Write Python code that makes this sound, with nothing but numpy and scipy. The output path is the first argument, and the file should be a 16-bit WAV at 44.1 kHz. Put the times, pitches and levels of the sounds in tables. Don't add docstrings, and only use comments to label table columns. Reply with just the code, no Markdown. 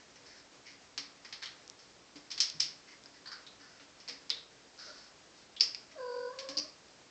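import sys
import numpy as np
from scipy import signal
from scipy.fft import rfft, irfft
from scipy.io import wavfile

SR = 44100
rng = np.random.default_rng(int(sys.argv[2]) if len(sys.argv) > 2 else 0)


def transcribe(signal):
    frames = np.atleast_2d(signal).T
    limited = np.clip(frames, -1, 1)
    pcm = np.round(limited * 32767).astype(np.int16)
    wavfile.write(sys.argv[1], SR, pcm)


def natural_amplitude(level_db):
    exponent = np.asarray(level_db, float) / 20
    return 10 ** exponent


N = 313110


def rms_one(x):
    return x / np.sqrt(np.mean(x ** 2) + 1e-20)


def peak_one(x):
    return x / np.abs(x).max()


def add(track, s, sound):
    at = round(s * SR)
    track[at:at + len(sound)] += sound[:N - at]


def in_time(rows):
    s, *columns = np.transpose(rows)
    t = np.arange(N) / SR
    curves = [np.interp(t, s, column) for column in columns]
    to_nearest_end_s = np.minimum(t - s[0], s[-1] - t)
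    return curves, np.clip(to_nearest_end_s / 0.022, 0, 1)


def resonate(x, hz, width_hz):
    r = np.exp(-np.pi * width_hz / SR)
    feedback = [1, -2 * r * np.cos(2 * np.pi * hz / SR), r * r]
    return signal.lfilter(np.array([1, 0, -1]) * (1 - r * r) / 2, feedback, x)


def band(x, low_hz, high_hz):
    return signal.sosfilt(signal.butter(2, [low_hz, high_hz], "band", fs=SR, output="sos"), x)


def drift(rate_hz):
    r = np.exp(-2 * np.pi * rate_hz / SR)
    wander = signal.lfilter([1], [1, -2 * r, r * r], rng.standard_normal(N + SR))
    return rms_one(wander[SR:])


def grains(size, per_s, spread_db):
    chance, strength, side = rng.random((3, size))
    return (chance < per_s / SR) * natural_amplitude(-spread_db * np.log(strength + 0.0013)) * np.sign(side - 0.5)


def knocks(table, width_hz, hollow_hz, hollow_width_hz, crack, lift_db, rise_s):
    wall_lag_s, wall_share = 0.0009257, 0.15
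    out = np.zeros(N)
    t = np.arange(1, 401) / SR
    snap = band(np.eye(1, 400)[0], 860, 12000)
    bright = peak_one(band(snap, 2800, 6100))
    wall = np.r_[1, np.zeros(round(wall_lag_s * SR) - 1), wall_share]
    for (s, db, rim_hz, hollow_db, echo_db), tail in zip(table, echoes(count=len(table))):
        rim = crack * snap + resonate(snap, rim_hz, width_hz)
        tipped_db = -min(hollow_db, 0)
        pitch_hz = hollow_hz + 24.5 * tipped_db
        edge_hz = 284 + 44 * tipped_db
        rings = rim + natural_amplitude(hollow_db + lift_db) * resonate(rim, pitch_hz, hollow_width_hz)
        rings = rings * (1 - np.exp(-t / rise_s))
        rings = signal.lfilter(wall, 1, rings)
        direct = natural_amplitude(db - 7.0) * peak_one(band(rings, edge_hz, 16000))
        to_walls = direct + 0.21 * natural_amplitude(db - 6.0) * bright
        add(out, s, direct)
        add(out, s, natural_amplitude(echo_db) * signal.fftconvolve(to_walls, tail))
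    return out


def clacks():
    # start in seconds, peak in dB, rim ring in Hz, hollow ring in dB against the peak, echo in dB
    clack_table = [(0.9776, -19, 4720, -11, 1), (1.326, -26.5, 4580, -4, 2.5),
                   (1.4257, -28.5, 4250, 6, 4.5), (1.4345, -27.5, 4900, 10, 2.5),
                   (1.4576, -36, 3640, -37, 8.5), (2.3141, -26, 4850, -20, 5.5),
                   (2.378, -24.5, 4630, -12, 2.5), (2.4019, -17.5, 5000, -45, 12.5),
                   (2.6023, -19, 4990, -41, 10.5), (4.0845, -27, 5000, -7.5, 4),
                   (4.2954, -26.5, 5070, -13, -9), (5.6314, -21, 5200, -19, 2.5),
                   (6.3881, -28, 4770, -9.5, 5), (6.4885, -24, 4900, -14.5, 0.5)]
    return knocks(clack_table, width_hz=1210, hollow_hz=2000, hollow_width_hz=940,
                  crack=0.19, lift_db=12.0, rise_s=0.000076)


def touches():
    # start in seconds, peak in dB, rim ring in Hz, hollow ring in dB against the peak, echo in dB
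    touch_table = [(2.598, -34, 5100, -10.5, 12.5), (4.078, -33, 4700, -1, -1), (4.0965, -28.5, 4960, 1, 1),
                   (4.302, -14, 4840, -25, -12.5), (5.5995, -24.5, 4760, -23.5, -7),
                   (5.6082, -6, 4890, -20, -7), (5.7472, -22.5, 4930, -10.5, -7.5),
                   (5.6055, -23, 5040, -29, -18), (5.6095, -9.5, 4800, -39, -12),
                   (5.6135, -14, 5270, -24, -5.5), (6.5698, -23, 4730, -46, 3.5),
                   (6.5755, -17.5, 4900, -28, -6), (6.5838, -22, 5750, -13, -2),
                   (6.5885, -20.5, 4870, -40, -29), (6.599, -22, 4900, -24, -30)]
    return knocks(touch_table, width_hz=600, hollow_hz=2250, hollow_width_hz=800,
                  crack=0.04, lift_db=22, rise_s=0.0008)


def nudges():
    # start in seconds, peak in dB, rim ring in Hz, hollow ring in dB against the peak, echo in dB
    nudge_table = [
        (0.1579, -43, 5500, -10, 5),
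        (0.3716, -47.5, 4970, -26, 6.5),
        (1.2481, -36.5, 5060, 2, 7),
        (1.7906, -49.5, 5340, -16, 10),
        (2.1575, -42.5, 4860, -17, 9),
        (2.3036, -39, 5000, -19.5, 10.5),
        (3.7973, -46, 3730, -1, 6.5),
        (4.0008, -47.5, 5170, -16, 11.5),
        (5.3857, -59.5, 4330, -28, 10),
        (5.913, -45.5, 5700, 11, 7.5),
    ]
    return knocks(nudge_table, width_hz=1200, hollow_hz=2050, hollow_width_hz=1100,
                  crack=0.26, lift_db=20, rise_s=0.00013)


def rocks():
    # start in seconds, peak in dB, rim ring in Hz, hollow ring in dB against the peak, echo in dB
    rock_table = [
        (1.42, -41, 4400, 8, 10.5),
        (3.0586, -35.5, 4980, -3, -8),
        (3.258, -41, 4420, 6, 9.5),
        (3.2733, -38, 4620, 7, 8.5),
        (3.3162, -38.5, 4930, 20, 11),
        (3.3308, -34.5, 4700, -6, 0.5),
        (3.466, -39, 3840, -36, 4.5),
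        (4.304, -19, 3780, -22, 1),
        (5.5636, -51.5, 3460, -42, 20.5),
    ]
    return knocks(rock_table, width_hz=330, hollow_hz=1530, hollow_width_hz=330,
                  crack=0.058, lift_db=20.5, rise_s=0.000077)


def ticks():
    # start in seconds, peak in dB, ring in Hz
    tick_table = [
        (1.662, -35, 5250),
        (1.678, -21.5, 5300),
        (1.699, -15.5, 5700),
        (1.7154, -48, 5280),
        (2.5001, -11, 5260),
        (2.663, -17, 5050),
        (3.038, -27, 4970),
        (4.7775, -29, 4900),
    ]
    out, click = np.zeros(N), np.eye(1, 400)[0]
    for s, db, hz in tick_table:
        ring = resonate(click, hz, 700) + 0.65 * band(click, 3500, 7100)
        add(out, s, natural_amplitude(db - 16.5) * peak_one(ring))
    return out


def stroke(s, moving_s):
    at_rest_db = -23.5
    slowed_db = -35.5 * moving_s
    full_s = s + 0.024
    slowed_s = full_s + moving_s
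    (db,), on = in_time([(s, at_rest_db), (full_s, 0), (slowed_s, slowed_db),
                         (slowed_s + 0.07, slowed_db + at_rest_db)])
    return on * natural_amplitude(db)


def slides():
    # start in seconds, moving time in seconds, rim in dB, hollow in dB, hollow ring in Hz
    slide_table = [
        (-0.06, 0.0083, -46, -46.5, 1850),
        (0.24, 0.14, -48.5, -57, 1820),
        (0.641, 0.044, -45.5, -51.5, 2200),
        (1.78, 0.037, -52.5, -72, 1850),
        (2.859, 0.041, -49, -53, 2050),
        (3.12, 0.02, -50.5, -59, 1810),
        (3.58, 0.25, -51, -57, 1490),
        (4.769, 0.28, -40, -53, 1426),
        (5.34, 0.042, -54.5, -75, 1600),
        (6.86, 0.024, -56, -77, 1880),
    ]
    out = np.zeros(N)
    for s, moving_s, rim_db, hollow_db, hollow_hz in slide_table:
        scratch = grains(N, 2500, 2.1)
        rim = rms_one(resonate(band(scratch, 3600, 6800), 4700, 1000))
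        hollow = rms_one(resonate(scratch, hollow_hz, 380))
        out += stroke(s, moving_s) * (natural_amplitude(rim_db - 16.5) * rim + natural_amplitude(hollow_db - 10.5) * hollow)
    return out


def drag():
    slips = grains(N, 420, 0.74)
    low = natural_amplitude(-53.5) * rms_one(resonate(slips, 607, 36))
    high = natural_amplitude(-57.5) * rms_one(resonate(slips, 1390, 60))
    return stroke(4.85, 0.03) * (low + high)


def meow():
    # start in seconds, pitch in Hz, level in dB, mouth opening 0-1, roughness 0-1
    meow_curve = [
        (5.938, 650, -62, 0.02, .3),
        (5.964, 612, -49.5, .05, .35),
        (5.992, 512, -48, .75, .45),
        (6.08, 489, -43.5, .9, .2),
        (6.275, 486, -43.5, .85, .15),
        (6.315, 535, -51, .55, .6),
        (6.44, 548, -49.5, .45, .6),
        (6.495, 548, -54, .55, .7),
        (6.67, 612, -58, .45, .8),
    ]
    overtone_db = [-10.5, -9]
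    closed_loss_db = [11, 34]
    strain_gain_db = [14, 7]
    trill_hz, trill_pitch, trill_depth = 48, 0.035, 0.45
    pitch_wobble = 0.04
    (hz, level_db, opening, rough), on = in_time(meow_curve)
    levels_db = [level_db]
    for db, loss_db, strain_db in zip(overtone_db, closed_loss_db, strain_gain_db):
        levels_db.append(level_db + db - loss_db * (1 - opening) ** 2 + strain_db * rough)
    beat = np.sin(2 * np.pi * np.cumsum(trill_hz * (1 + 0.16 * drift(12))) / SR)
    flutter = 1 + trill_depth * beat
    wobble = pitch_wobble * (rough + 0.115) * drift(30.5)
    phase = 2 * np.pi * np.cumsum(hz * (1 + trill_pitch * beat + wobble)) / SR
    voice = np.zeros(N)
    for k, db in enumerate(levels_db):
        unsteady_db = (1.3 + (1.2 + 1.6 * k) * rough) * drift(41)
        voice += natural_amplitude(db - 1.5 + unsteady_db) * np.sin((k + 1) * phase)
    breath = resonate(resonate(rng.standard_normal(N), 4700, 400), 4700, 500)
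    breath_db = level_db - 14.5 - 10 * (1 - opening)
    return on * (flutter * voice + natural_amplitude(breath_db) * rms_one(breath))


def thuds():
    # start in seconds, peak in dB, panel ring in Hz, time to fall by 60 dB in seconds
    thud_table = [
        (0.977, -53, 283.5, 0.4),
        (2.154, -47.5, 290, 0.26),
        (2.542, -54.5, 152, 0.62),
        (2.599, -56, 519, 0.15),
        (3.811, -53, 282, 0.12),
        (4.084, -51, 483, 0.27),
        (4.101, -55, 270, 0.32),
        (4.305, -55.5, 465, 0.47),
        (5.607, -51, 452, 0.24),
                  (6.49, -44.5, 283, 0.28),
        (6.567, -41.5, 297.6, 0.29),
    ]
    out, t = np.zeros(N), np.arange(SR // 2) / SR
    for s, db, hz, t60 in thud_table:
        swell = (1 - np.exp(-t / 0.005)) * natural_amplitude(-60 * t / t60)
        puff = rms_one(band(rng.standard_normal(len(t)), 0.54 * hz, 2.06 * hz))
        add(out, s, natural_amplitude(db) * swell * (np.sin(2 * np.pi * hz * t) + 0.4 * puff))
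    return out


def tub_air(x):
    # note of the air in Hz, width in Hz, level in dB
    air_notes = [(487, 22, -3), (620, 30, -6)]
    return x + sum(natural_amplitude(db) * resonate(x, hz, width_hz) for hz, width_hz, db in air_notes)


def echoes(count):
    # pitch in Hz, time to fall by 60 dB in seconds
    decay_curve = [(250, 0.11), (600, 0.48), (1400, 0.58), (3000, 0.32), (5200, 0.35), (8000, 0.2)]
    t = np.arange(SR // 2) / SR
    early = grains(count * len(t), 3600, 0.93).reshape(count, -1) * np.exp(-t / 0.015)
    dense = early + 0.2 * rng.standard_normal(early.shape)
    edges = np.geomspace(100, 9500, 12)
    hz, t60 = np.transpose(decay_curve)
    tail = 0
    for k, (low, high) in enumerate(zip(edges, edges[1:])):
        band_t60 = np.interp(np.log(low * high) / 2, np.log(hz), t60)
        tail = tail + (-1) ** k * band(dense, low, high) * natural_amplitude(-60 * t / band_t60)
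    tail *= np.clip(t / 0.0008, 0, 1)
    return tail / np.sqrt(np.sum(tail ** 2, axis=1, keepdims=True))


def bathroom(x):
    return signal.fftconvolve(x, echoes(count=1)[0])[:N]


def microphone(x):
    x = natural_amplitude(5.0) * (x + natural_amplitude(-9.5) * resonate(x, 5240, 490))
    return signal.sosfilt(signal.butter(4, 7070, fs=SR, output="sos"), x)


def hiss():
    # pitch in Hz, level in dB per Hz
    hiss_curve = [(15, -52), (25, -13.5), (213, -1.5), (279, -2), (331, -0.5), (528, -0.5), (822, -4),
                  (2040, -6.5), (3180, -8.5), (5080, -6.5), (7530, -11.5), (8300, -21), (8940, -35),
                  (11600, -44), (19700, -120)]
    hz = np.maximum(np.arange(N // 2 + 1) * SR / N, 1)
    curve_hz, curve_db = np.transpose(hiss_curve)
    colour = natural_amplitude(np.interp(np.log(hz), np.log(curve_hz), curve_db))
    noise = rms_one(irfft(rfft(rng.standard_normal(N)) * colour, N))
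    noise = natural_amplitude(-60.5 + 1.0 + 0.5 * drift(14.0)) * noise
    return noise + natural_amplitude(13.5) * resonate(noise, 284.5, 1.67)


def hum():
    # tone in Hz, rms level in dB
    hum_tones = [(60, -85), (120, -83.5)]
    t = np.arange(N) / SR
    return sum(natural_amplitude(db + 3.0) * np.sin(2 * np.pi * hz * t) for hz, db in hum_tones)


def scene():
    caps = clacks() + touches() + nudges() + rocks()
    slide, cat = slides(), meow()
    bright = microphone(caps + slide + ticks() + natural_amplitude(-7) * bathroom(slide))
    voice = tub_air(cat + natural_amplitude(-7) * bathroom(cat))
    return (bright + voice + drag() + thuds() + hiss() + hum())[None]


def band_limit(x):
    return signal.sosfilt(signal.butter(12, 9090, fs=SR, output="sos"), x)


def record(dry):
    cut = signal.sosfilt(signal.cheby2(12, 60, 9800, fs=SR, output="sos"), dry)
    return band_limit(cut)


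dry = scene()
out = record(dry)
transcribe(out)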